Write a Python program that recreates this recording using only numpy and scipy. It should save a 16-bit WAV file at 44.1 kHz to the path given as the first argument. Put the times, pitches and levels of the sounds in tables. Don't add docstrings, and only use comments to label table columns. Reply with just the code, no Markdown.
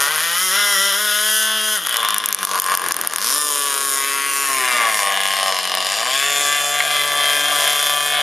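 import sys
import numpy as np
from scipy import signal
from scipy.fft import rfft, irfft, next_fast_len
from scipy.io import wavfile
from scipy.ndimage import uniform_filter1d, minimum_filter1d, map_coordinates

SR = 44100
rng = np.random.default_rng(int(sys.argv[2]) if len(sys.argv) > 2 else 0)


def digitize_waveform(pressure):
    field = np.atleast_2d(pressure).T
    bounded = np.clip(field, -1, 1)
    quanta = np.round(bounded * 32767).astype(np.int16)
    wavfile.write(sys.argv[1], SR, quanta)


N = 362502

# (time [s], crack [dB], pipe ring [dB])
BACKFIRES = [(.16, -5, -15), (.1797, -9, -9), (1.8705, 6.5, -3), (1.894, 1, -30), (1.943, -5, -14),
             (1.969, 3, -22), (2.030, -8, -17), (2.049, -7, -19), (2.087, -0.5, -4), (2.106, -5, -21),
             (2.144, 0.5, -10), (2.1824, 5, -18), (2.259, 6.5, -14), (2.2878, 5.5, -24), (2.307, -8, -33),
             (2.327, 5, -19), (2.3468, 11, -7), (2.43, -7, -7), (2.4505, 11, -2), (2.599, 15, -5),
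             (2.6197, 4, -18), (2.642, -2, -15), (2.663, -3, -17), (2.6975, -11, -17), (2.751, 11, 4),
             (2.7736, 8.5, -18), (2.8627, -8, -28), (2.886, -3, -15), (2.921, 14, -3), (2.9435, 1, -8),
             (2.966, 4.5, -16), (3.013, 4, -24), (3.0485, -12, -22), (3.073, 11, -6), (3.136, -2, -13),
             (3.1606, 5, -14), (3.184, -5, -14), (5.6745, -15, -38), (5.751, -6.5, -24), (5.783, -19, -31),
             (5.8045, -13, -30)]
# (frequency [Hz], width [Hz],
# approaching [dB], coasting [dB], turning [dB], broadside [dB], leaving [dB])
RESONANCES = [(462, 108, -19.5, -12.5, 0.5, -16, -34), (650.5, 83.4, -11, -5.5, 2, 2.5, 4.5),
              (802, 87, -12.5, -5.5, -8.5, 1.5, -1.5), (1012, 129, -5, 1.5, 10, 3.5, -4),
              (1142, 153, -0.5, 3.5, 12, 5, 1), (1486, 303, -0.5, -2.5, 3.5, -0.5, 2),
              (1733, 215, -1.5, -2, 1, 3.5, 7.5), (1853, 185, -0.5, -5, 0.5, 2.5, 4),
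              (2016, 124, -2.5, -7, -1.5, 1, 3.5), (2382, 157, -6, -11.5, -3, -5.5, 3.5),
              (2740, 210, -6.5, -7.5, -2.5, -2, -2), (3130, 427, -6.5, -7.5, -6, -5, -2.5),
              (3550, 128, -4, -3, -1, -1, -1), (3810, 700, -11, -16, -6, -11.5, -10.5),
              (5370, 850, -5, -12.5, -5.5, -13.5, -8), (6800, 1130, -7, -19, -6, -17, -10.5),
              (9110, 920, -4, -16, -2, -14.5, -9), (10670, 2080, -4, -17, -4.5, -17.5, -10.5)]
# (time [s], masking [0-1], glancing copies [dB])
MIC_PATH = [(0, 0.27, -41), (.55, 0.79, -9), (1.78, 0.64, -11), (2.15, 0.06, -3.5), (3.25, 0.1, -9.5),
            (4.4, 0.47, -14.5), (4.8, 0, -1), (5.2, 0.27, -8.5), (6.1, 0.48, -9.5), (6.6, 0.38, -4),
            (8.22, 0.4, -7)]
SCATTER_DB = (4.3, 1)
BOBBING_PER_S = 9.9


def amp(db):
    return np.exp(np.asarray(db) * np.log(10) / 20)


def unit(x):
    return x / np.sqrt(np.mean(x ** 2) + 1e-20)


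def smoothed(x, size):
    return uniform_filter1d(uniform_filter1d(x, size=size), size=size)


def steady(x):
    return x / np.sqrt(np.abs(smoothed(x ** 2, 1800)) + 1e-14)


def along(points, hz):
    f, v = np.transpose(points)
    return np.interp(np.log(hz + 1), np.log(f + 1), v)


def curves(rows):
    times, *columns = np.transpose(rows)
    return [np.interp(np.arange(N) / SR, times, column) for column in columns]


def swell(start, end, fade_s):
    t = np.arange(N) / SR
    return np.clip(np.minimum(t - start, end - t) / fade_s, 0, 1)


def wobble(rate, size=4096):
    at = np.linspace(0, N, size)
    knots = rng.standard_normal(int(N * rate / SR) + 4)
    return np.interp(np.arange(N), at, map_coordinates(knots, [at * rate / SR]))


def filtered(x, response):
    size = next_fast_len(N + SR // 2)
    return irfft(rfft(x, size) * response(np.fft.rfftfreq(size, 1 / SR)), size)[..., :N]


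def band(x, lo_hz, hi_hz, order=3):
    sos = signal.butter(order, [lo_hz, min(hi_hz, .49 * SR)], 'band', fs=SR, output='sos')
    return signal.sosfilt(sos, x)


def delayed(x, seconds):
    n = np.arange(N)
    return np.interp(n - SR * seconds, n, x, left=0)


def pulses(at, heights):
    taps = np.floor(at)[:, None].astype(int) + np.arange(-7, 9)
    offset = taps - at[:, None]
    shape = np.sinc(offset) * np.cos(np.pi * offset / 16) ** 2
    return np.bincount(np.clip(taps, 0, N).ravel(), (heights[:, None] * shape).ravel(), N + 1)[:N]


def wash(swell_db=3, width=0.15):
    # (time [s], level [dB])
    levels = [(0, -41), (.6, -50), (1.72, -60), (1.9, -39.5), (3.2, -35.5), (3.6, -41), (4.8, -40.5),
              (5.3, -43.5), (6.5, -44), (8.22, -45)]
    # (frequency [Hz], relative density [dB])
    spectrum = [(25, -55), (70, -33), (400, -12), (4000, -23), (15000, -52)]
    noise = rng.standard_normal(N) + width * rng.standard_normal((2, N))
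    db = curves(levels)[0] + swell_db * wobble(4.5)
    return amp(db) * unit(filtered(noise, lambda hz: amp(along(spectrum, hz))))


def bank_echo(x):
    # (frequency [Hz], t60 [s])
    decay = [(200, 1), (1500, 0.3), (5000, 0.11), (14000, 0.019)]
    hz, t, noise = signal.stft(rng.standard_normal((2, SR // 2)), SR, nperseg=256)
    tail = signal.istft(noise * amp(-60 * t / along(decay, hz)[:, None]), SR, nperseg=256)[1]
    return signal.fftconvolve(x[None], tail / np.linalg.norm(tail[0]), axes=1)[:, :N]


def shore_bounce(x):
    # (time [s], delay [s])
    lags = [(0, .00058), (1.8, .0006), (2.6, .00045), (4, .00057), (5, .00087), (6.6, .00117),
            (8.22, .00124)]
    treble = filtered(x, lambda hz: 1 / (1 + (2200 / (hz + 1)) ** 4))
    copy = delayed(treble, curves(lags)[0] + .00002 * wobble(2))
    return x + .3 * amp(3 * wobble(3)) * copy


def glancing(x, count=6, drift_s=.00007, ripple_s=.00005):
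    copies = (delayed(x, lag_s + drift_s * wobble(1.179) + ripple_s * wobble(BOBBING_PER_S))
              for lag_s in np.geomspace(.0018, .016, count))
    return sum(copies) / np.sqrt(count)


def hull_slaps():
    # (time [s], level [dB], pitch [Hz], t60 [s])
    knocks = [(6.804, 1, 2140, .008), (6.8076, -9, 1941, .016)]
    out, t = np.zeros(N), np.arange(SR // 20) / SR
    for start, db, hz, t60 in knocks:
        knock = np.sin(2 * np.pi * hz * t) + rng.standard_normal(len(t))
        out[round(start * SR):][:len(t)] += amp(db - 60 * t / t60) * knock
    return band(out, 1200, 3400, order=2)


def facing(heading):
    # (time [s], heading [0-4, as in RESONANCES])
    course = [(0, 0), (1.78, 0), (2.15, 1), (3.15, 1), (3.5, 2), (3.95, 2), (4.8, 3), (5.85, 3), (6.3, 4),
              (8.22, 4)]
    return np.clip(1 - abs(curves(course)[0] - heading), 0, 1)


def unevenness(idling=1, smooth=0):
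    # (time [s], roughness [0-1])
    roughness = [(0, .28), (.45, .14), (.62, .27), (1.25, .24), (1.75, .28), (1.83, 1), (3.17, 1),
                 (3.27, .28), (4.45, .25), (4.75, .44), (5.1, .56), (5.55, .93), (5.82, .96), (6.2, .27),
                 (7.2, .52), (8.22, .52)]
    return smooth + (idling - smooth) * np.clip(curves(roughness)[0], 0, 1)


def firing_rate(cut_s=1.78, reopen_s=3.19, idle_hz=111.8, run_down_s=.1, sag_hz_per_s=22):
    # (time [s], firing rate [Hz])
    run_in = [(0.0, 139.4), (0.06, 142), (0.13, 158.4), (0.18, 150.5), (0.22, 163.4), (0.33, 172.1),
              (0.39, 182.3), (0.45, 188.3), (0.5, 184.1), (0.58, 205.9), (0.73, 201), (0.76, 190.7),
              (0.8, 194.9), (0.89, 200.8), (0.92, 192.1), (0.99, 209.3), (1.04, 211.7), (1.11, 206.4),
              (1.27, 214.5), (1.47, 217.7), (1.75, 212.8), (1.78, 192.9)]
    # (time [s], firing rate [Hz])
    run_out = [(3.2, 95), (3.32, 135.5), (3.36, 147), (3.41, 149.3), (3.55, 143.5), (3.66, 142.5),
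               (3.72, 139.3), (4.01, 137), (4.1, 138.6), (4.43, 139.4), (4.58, 131), (4.67, 126.2),
               (4.96, 106), (5.02, 99.5), (5.46, 96.4), (5.57, 93), (5.74, 92.3), (5.9, 95.6), (5.93, 100),
               (6.05, 123.4), (6.16, 137.2), (6.27, 142.6), (6.53, 145.3), (6.6, 144), (6.92, 146.6),
               (7, 144.9), (7.42, 145.2), (7.49, 146.6), (7.57, 145.3), (8.22, 145.9)]
    t = np.arange(N) / SR
    driven, = curves(list(run_in) + list(run_out))
    since = np.maximum(t - cut_s, 0)
    coasting = idle_hz + (run_in[-1][1] - idle_hz) * np.exp(-since / run_down_s) - sag_hz_per_s * since
    return np.where((t > cut_s) & (t < reopen_s), coasting, driven)


def crank(rate, unsteady=0.0017):
    t, pop_s = np.arange(N) / SR, np.transpose(BACKFIRES)[0]
    turns = np.cumsum(rate * (1 + unsteady * wobble(25))) / SR
    slip = np.unwrap(-np.interp(pop_s, t, turns) % 1, period=1)
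    return turns + np.interp(t, pop_s, slip)


def pipe_ring(heading, size=2048):
    f = np.fft.rfftfreq(size, 1 / SR)
    modes = (amp(db[heading]) * 1j * f * width / (hz * hz - f * f + 1j * f * width)
             for hz, width, *db in RESONANCES)
    gain = abs(sum((-1) ** k * mode for k, mode in enumerate(modes)))
    cepstrum = irfft(np.log(gain + 1e-3))[:size // 2]
    front = np.exp(rfft(np.r_[cepstrum[0], 2 * cepstrum[1:]], size))
    lag_s = .00015 * f / 10000
    return -irfft(front * np.exp(-2j * np.pi * f * lag_s))


def backfires(crack_t60=0.0042, grit=0.58, thin_hz=8500, size=2048):
    out, t = np.zeros(N + size), np.arange(size) / SR
    ring = pipe_ring(heading=1)
    body = band(ring, 970, 3600, order=2)
    for start, crack_db, ring_db in BACKFIRES:
        blast = grit * rng.standard_normal(size) * amp(-60 * t / crack_t60)
        blast[0] += 1
        crack = band(signal.fftconvolve(blast, ring)[:size], thin_hz, 22000, order=2)
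        pop = amp(crack_db) * crack / abs(crack).max() + amp(ring_db) * body / abs(body).max()
        out[round(start * SR):][:size] += pop
    return out[:N]


def hum(turns, rate, waver=0.57, db_per_octave=17):
    # (order [x firing rate],
    # approaching [dB], coasting [dB], turning [dB], broadside [dB], leaving [dB])
    orders = [(1, -47.5, -55, -54, -52, -44), (2, -70.5, -49, -56.5, -52.5, -63)]
    out = np.zeros(N)
    for order, *by_heading in orders:
        db = sum(facing(heading) * level for heading, level in enumerate(by_heading))
        db += db_per_octave * np.log2(round(order) * rate / 200)
        db += waver * unevenness(*SCATTER_DB) * wobble(30)
        out += np.sqrt(2) * amp(db) * np.sin(2 * np.pi * round(order) * turns)
    return out


def whining(x, turns, fade_s=0.072, flutter_db=4.8, rattle=.38, rattle_per_s=70):
    # (start [s], end [s], order [x firing rate], level [dB])
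    whines = [(.38, 1.8, 2, -43), (.45, 1.8, 3, -37), (.3, 1.82, 7, -27.3), (-.1, .16, 10, -27),
              (-.1, .16, 13, -28.5), (.15, .52, 11, -29), (.46, 1, 10, -25.5), (.48, 1.8, 8, -32),
              (.5, 1.8, 9, -35.5), (.28, .58, 17, -30.5), (.52, 1.24, 16, -29.5), (1.17, 1.8, 15, -28),
              (.96, 1.27, 25, -35), (1.2, 1.78, 24, -36), (3.25, 3.82, 8, -30.5), (3.75, 4.7, 8, -27.5),
              (3.3, 4.7, 3, -41), (3.3, 3.8, 24, -37), (3.28, 4.95, 12, -36.5), (4, 4.95, 19, -33.5),
              (4.5, 5.02, 17, -31), (4.68, 5.08, 10, -24.5), (4.88, 5.62, 11, -29), (6.05, 7.36, 8, -28),
              (7.48, 8.4, 8, -27.5), (6.1, 8.4, 12, -32), (6.85, 8.4, 11, -32.5), (6.15, 8.4, 17, -35),
              (6.1, 6.8, 19, -33), (6.9, 8.4, 22, -27.5), (6.03, 8.4, 24, -29), (6.05, 6.48, 25, -30),
              (7.1, 7.62, 2, -44), (6.1, 8.4, 3, -44)]
    out = x.copy()
    shake = rattle * unevenness()
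    depth_db = flutter_db * amp(np.minimum(curves(MIC_PATH)[1], -4))
    for start, end, order, db in whines:
        gain = swell(start, end, fade_s)
        on = gain > 0
        spin = np.exp(2j * np.pi * round(order) * turns[on])
        loose = smoothed(2 * x[on] / spin, 900)
        bobbing = amp(depth_db * wobble(BOBBING_PER_S))
        flutter = bobbing * (1 + shake * (wobble(rattle_per_s) + 1j * wobble(rattle_per_s)))
        flutter = flutter[on] / np.sqrt(np.mean(abs(flutter[on]) ** 2))
        locked = np.sqrt(2) * amp(db) * flutter * np.exp(1j * np.angle(smoothed(loose, 6000)))
        out[on] += gain[on] * np.real((locked - loose) * spin)
    return out


def dips_and_flares(x, fade_s=0.33):
    # (start [s], end [s], low edge [Hz], high edge [Hz], depth [0-1])
    dips = [(.3, 2.05, 2100, 2700, .85), (.3, 2.05, 4100, 4750, .6), (4.7, 6.2, 1290, 1450, .85),
            (6.2, 8.6, 2240, 2400, .7), (5.9, 8.6, 550, 615, .45)]
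    # (start [s], end [s], frequency [Hz], width [Hz], gain of the added band [dB])
    flares = [(0.284, 1.15, 5520, 500, 1), (1.65, 2.3, 3320, 500, 0.5), (1.9, 3.05, 1045, 170, 3.5),
              (2.55, 3.298, 1760, 300, 6.5), (3.153, 3.85, 3030, 500, 4), (3, 3.553, 4970, 600, 5),
              (3.9, 5.213, 2110, 680, 8.5), (4.9, 6.4, 2900, 500, -9), (5.28, 6.29, 4900, 1220, 10),
              (5.754, 6.995, 7270, 925, 7), (5.9, 8.6, 3500, 140, 3.5), (7.297, 8.3, 3200, 200, 7)]
    for start, end, lo_hz, hi_hz, depth in dips:
        x = x - depth * swell(start, end, fade_s) * band(x, lo_hz, hi_hz, order=1)
    return x + sum(amp(db) * swell(start, end, fade_s) * band(x, hz - width / 2, hz + width / 2, order=1)
                   for start, end, hz, width, db in flares)


def bouncing(x, *directs):
    bounces = [.00071, .00163, .0029, .0083]
    size = next_fast_len(N + SR // 2)
    lags = np.exp(np.outer(bounces, -2j * np.pi * np.fft.rfftfreq(size, 1 / SR))).astype(np.complex64)
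    spectrum = rfft(x, size)
    allpasses = (np.prod((direct - lags) / (1 - direct * lags), axis=0) for direct in directs)
    return [irfft(spectrum * allpass, size)[:N] for allpass in allpasses]


def misfires(turns, at, loss_db=10, rough_above=.87):
    popped = np.round(np.interp(np.transpose(BACKFIRES)[0] * SR, np.arange(N), turns))
    turn = np.round(turns[at])
    since_pop = turn - popped[np.searchsorted(popped, turn, side='right') - 1]
    severity = np.clip((unevenness()[at] - rough_above) / (1 - rough_above), 0, 1)
    return loss_db * (since_pop % 2) * severity


def firings(turns, jitter_s_per_db=.00001, gas_db=-5, hiss_db=7):
    turbulent = unevenness(idling=.44, smooth=.08)
    masked = np.clip(curves(MIC_PATH)[0], 0, 1)
    at = np.interp(np.arange(1, int(turns[-1])), turns, np.arange(N))
    late, strong = rng.standard_normal((len(at), 2)).T
    scatter_db = unevenness(*SCATTER_DB)[at.astype(int)]
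    strength_db = scatter_db * np.clip(strong, -2, 1.5) - misfires(turns, at.astype(int))
    shocks = steady(pulses(at + SR * jitter_s_per_db * scatter_db * late, amp(strength_db)))
    puff = steady(signal.lfilter([1], [1, -np.exp(-1 / (.0005 * SR))], shocks))
    gas = steady((puff + .35 + .6 * masked) * rng.standard_normal(N))
    hiss = amp(hiss_db - 2.7 * (2.5 - masked)) * band(gas, 6400, 13500, order=2)
    smeared, sharp = bouncing(shocks, .76, .95)
    blurred = masked * smeared + (1 - masked) * sharp
    return np.sqrt(1 - turbulent) * blurred + np.sqrt(turbulent) * (amp(gas_db) * gas + hiss)


def exhaust(turns, trim_db=(-.6, -.6, -.2), bobbing_db=1.54):
    # (time [s], bark [dB], rasp [dB], sizzle [dB])
    levels = [(0, -27, -23.5, -23), (.47, -33, -24.5, -22.5), (.535, -28, -18.5, -21),
              (1.05, -32.5, -22, -21.5), (1.76, -34, -22.5, -21), (1.81, -38, -29.5, -31),
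              (1.92, -27.5, -20.5, -25.5), (2.04, -24.5, -19, -28), (2.36, -31, -30, -30),
              (2.56, -21.5, -25, -27), (2.72, -22, -23.5, -24), (2.951, -26.5, -26, -27),
              (3.17, -27.5, -32, -28), (3.24, -31, -30, -21), (4.4, -30, -25, -23),
              (4.87, -24.5, -22, -23.5), (5.4, -24.5, -22.5, -25.5), (5.8, -27, -25.5, -29.5),
              (6.151, -27.5, -21, -23.5), (7.101, -26.5, -21, -24.5), (7.7, -25.5, -18.5, -22.5),
              (8.22, -26, -21.5, -26)]
    flow = shore_bounce(firings(turns))
    flow = flow + amp(curves(MIC_PATH)[1]) * glancing(flow)
    rung = sum(facing(heading) * signal.oaconvolve(flow, pipe_ring(heading))[:N] for heading in range(5))
    tone = dips_and_flares(rung)
    above = lambda hz: filtered(tone, lambda f: 1 / (1 + (hz / (f + 1)) ** 12))
    from_bass, from_middle, sizzle = above(320), above(1400), above(4500)
    bark, rasp = from_bass - from_middle, from_middle - sizzle
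    return sum(amp(db + trim + bobbing_db * wobble(BOBBING_PER_S)) * steady(part)
               for db, trim, part in zip(curves(levels), trim_db, (bark, rasp, sizzle)))


def scene(ground_db=-24, echo_db=-18):
    # (frequency [Hz], left over right [dB])
    balance = [(60, 5), (950, 2.5), (5000, 1.67), (14000, 1.85)]
    rate = firing_rate()
    turns = crank(rate)
    engine = whining(exhaust(turns) + hum(turns, rate), turns)
    boat = engine + backfires() + hull_slaps()
    ground = np.array([delayed(boat, lag_s) for lag_s in (.0019, .0034)])
    pair = boat + amp(ground_db) * ground + amp(echo_db) * bank_echo(boat) + wash()
    return filtered(pair, lambda hz: amp(np.outer([.5, -.5], along(balance, hz))))


def limiter(x, ceiling_db=0.5, release_s=0.042, size=31):
    over_db = np.maximum(20 * np.log10(abs(x).max(axis=0) + 1e-9) - ceiling_db, 1e-9)
    age = np.arange(N) / SR / release_s
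    duck_db = np.exp(np.maximum.accumulate(np.log(over_db) + age) - age)
    return x * uniform_filter1d(minimum_filter1d(amp(-duck_db), size=size), size=size)


def record(dry, notch_hz=7900, notch_width_hz=200, top_hz=15400):
    notch = lambda f: (notch_hz ** 2 - f * f) / (notch_hz ** 2 - f * f + 1j * f * notch_width_hz)
    limited = limiter(filtered(dry, notch))
    clipped = limited / (1 + abs(limited / .95) ** 12) ** (1 / 12)
    return filtered(clipped, lambda hz: 1 / (1 + (hz / top_hz) ** 400))


dry = scene()
out = record(dry)
digitize_waveform(out)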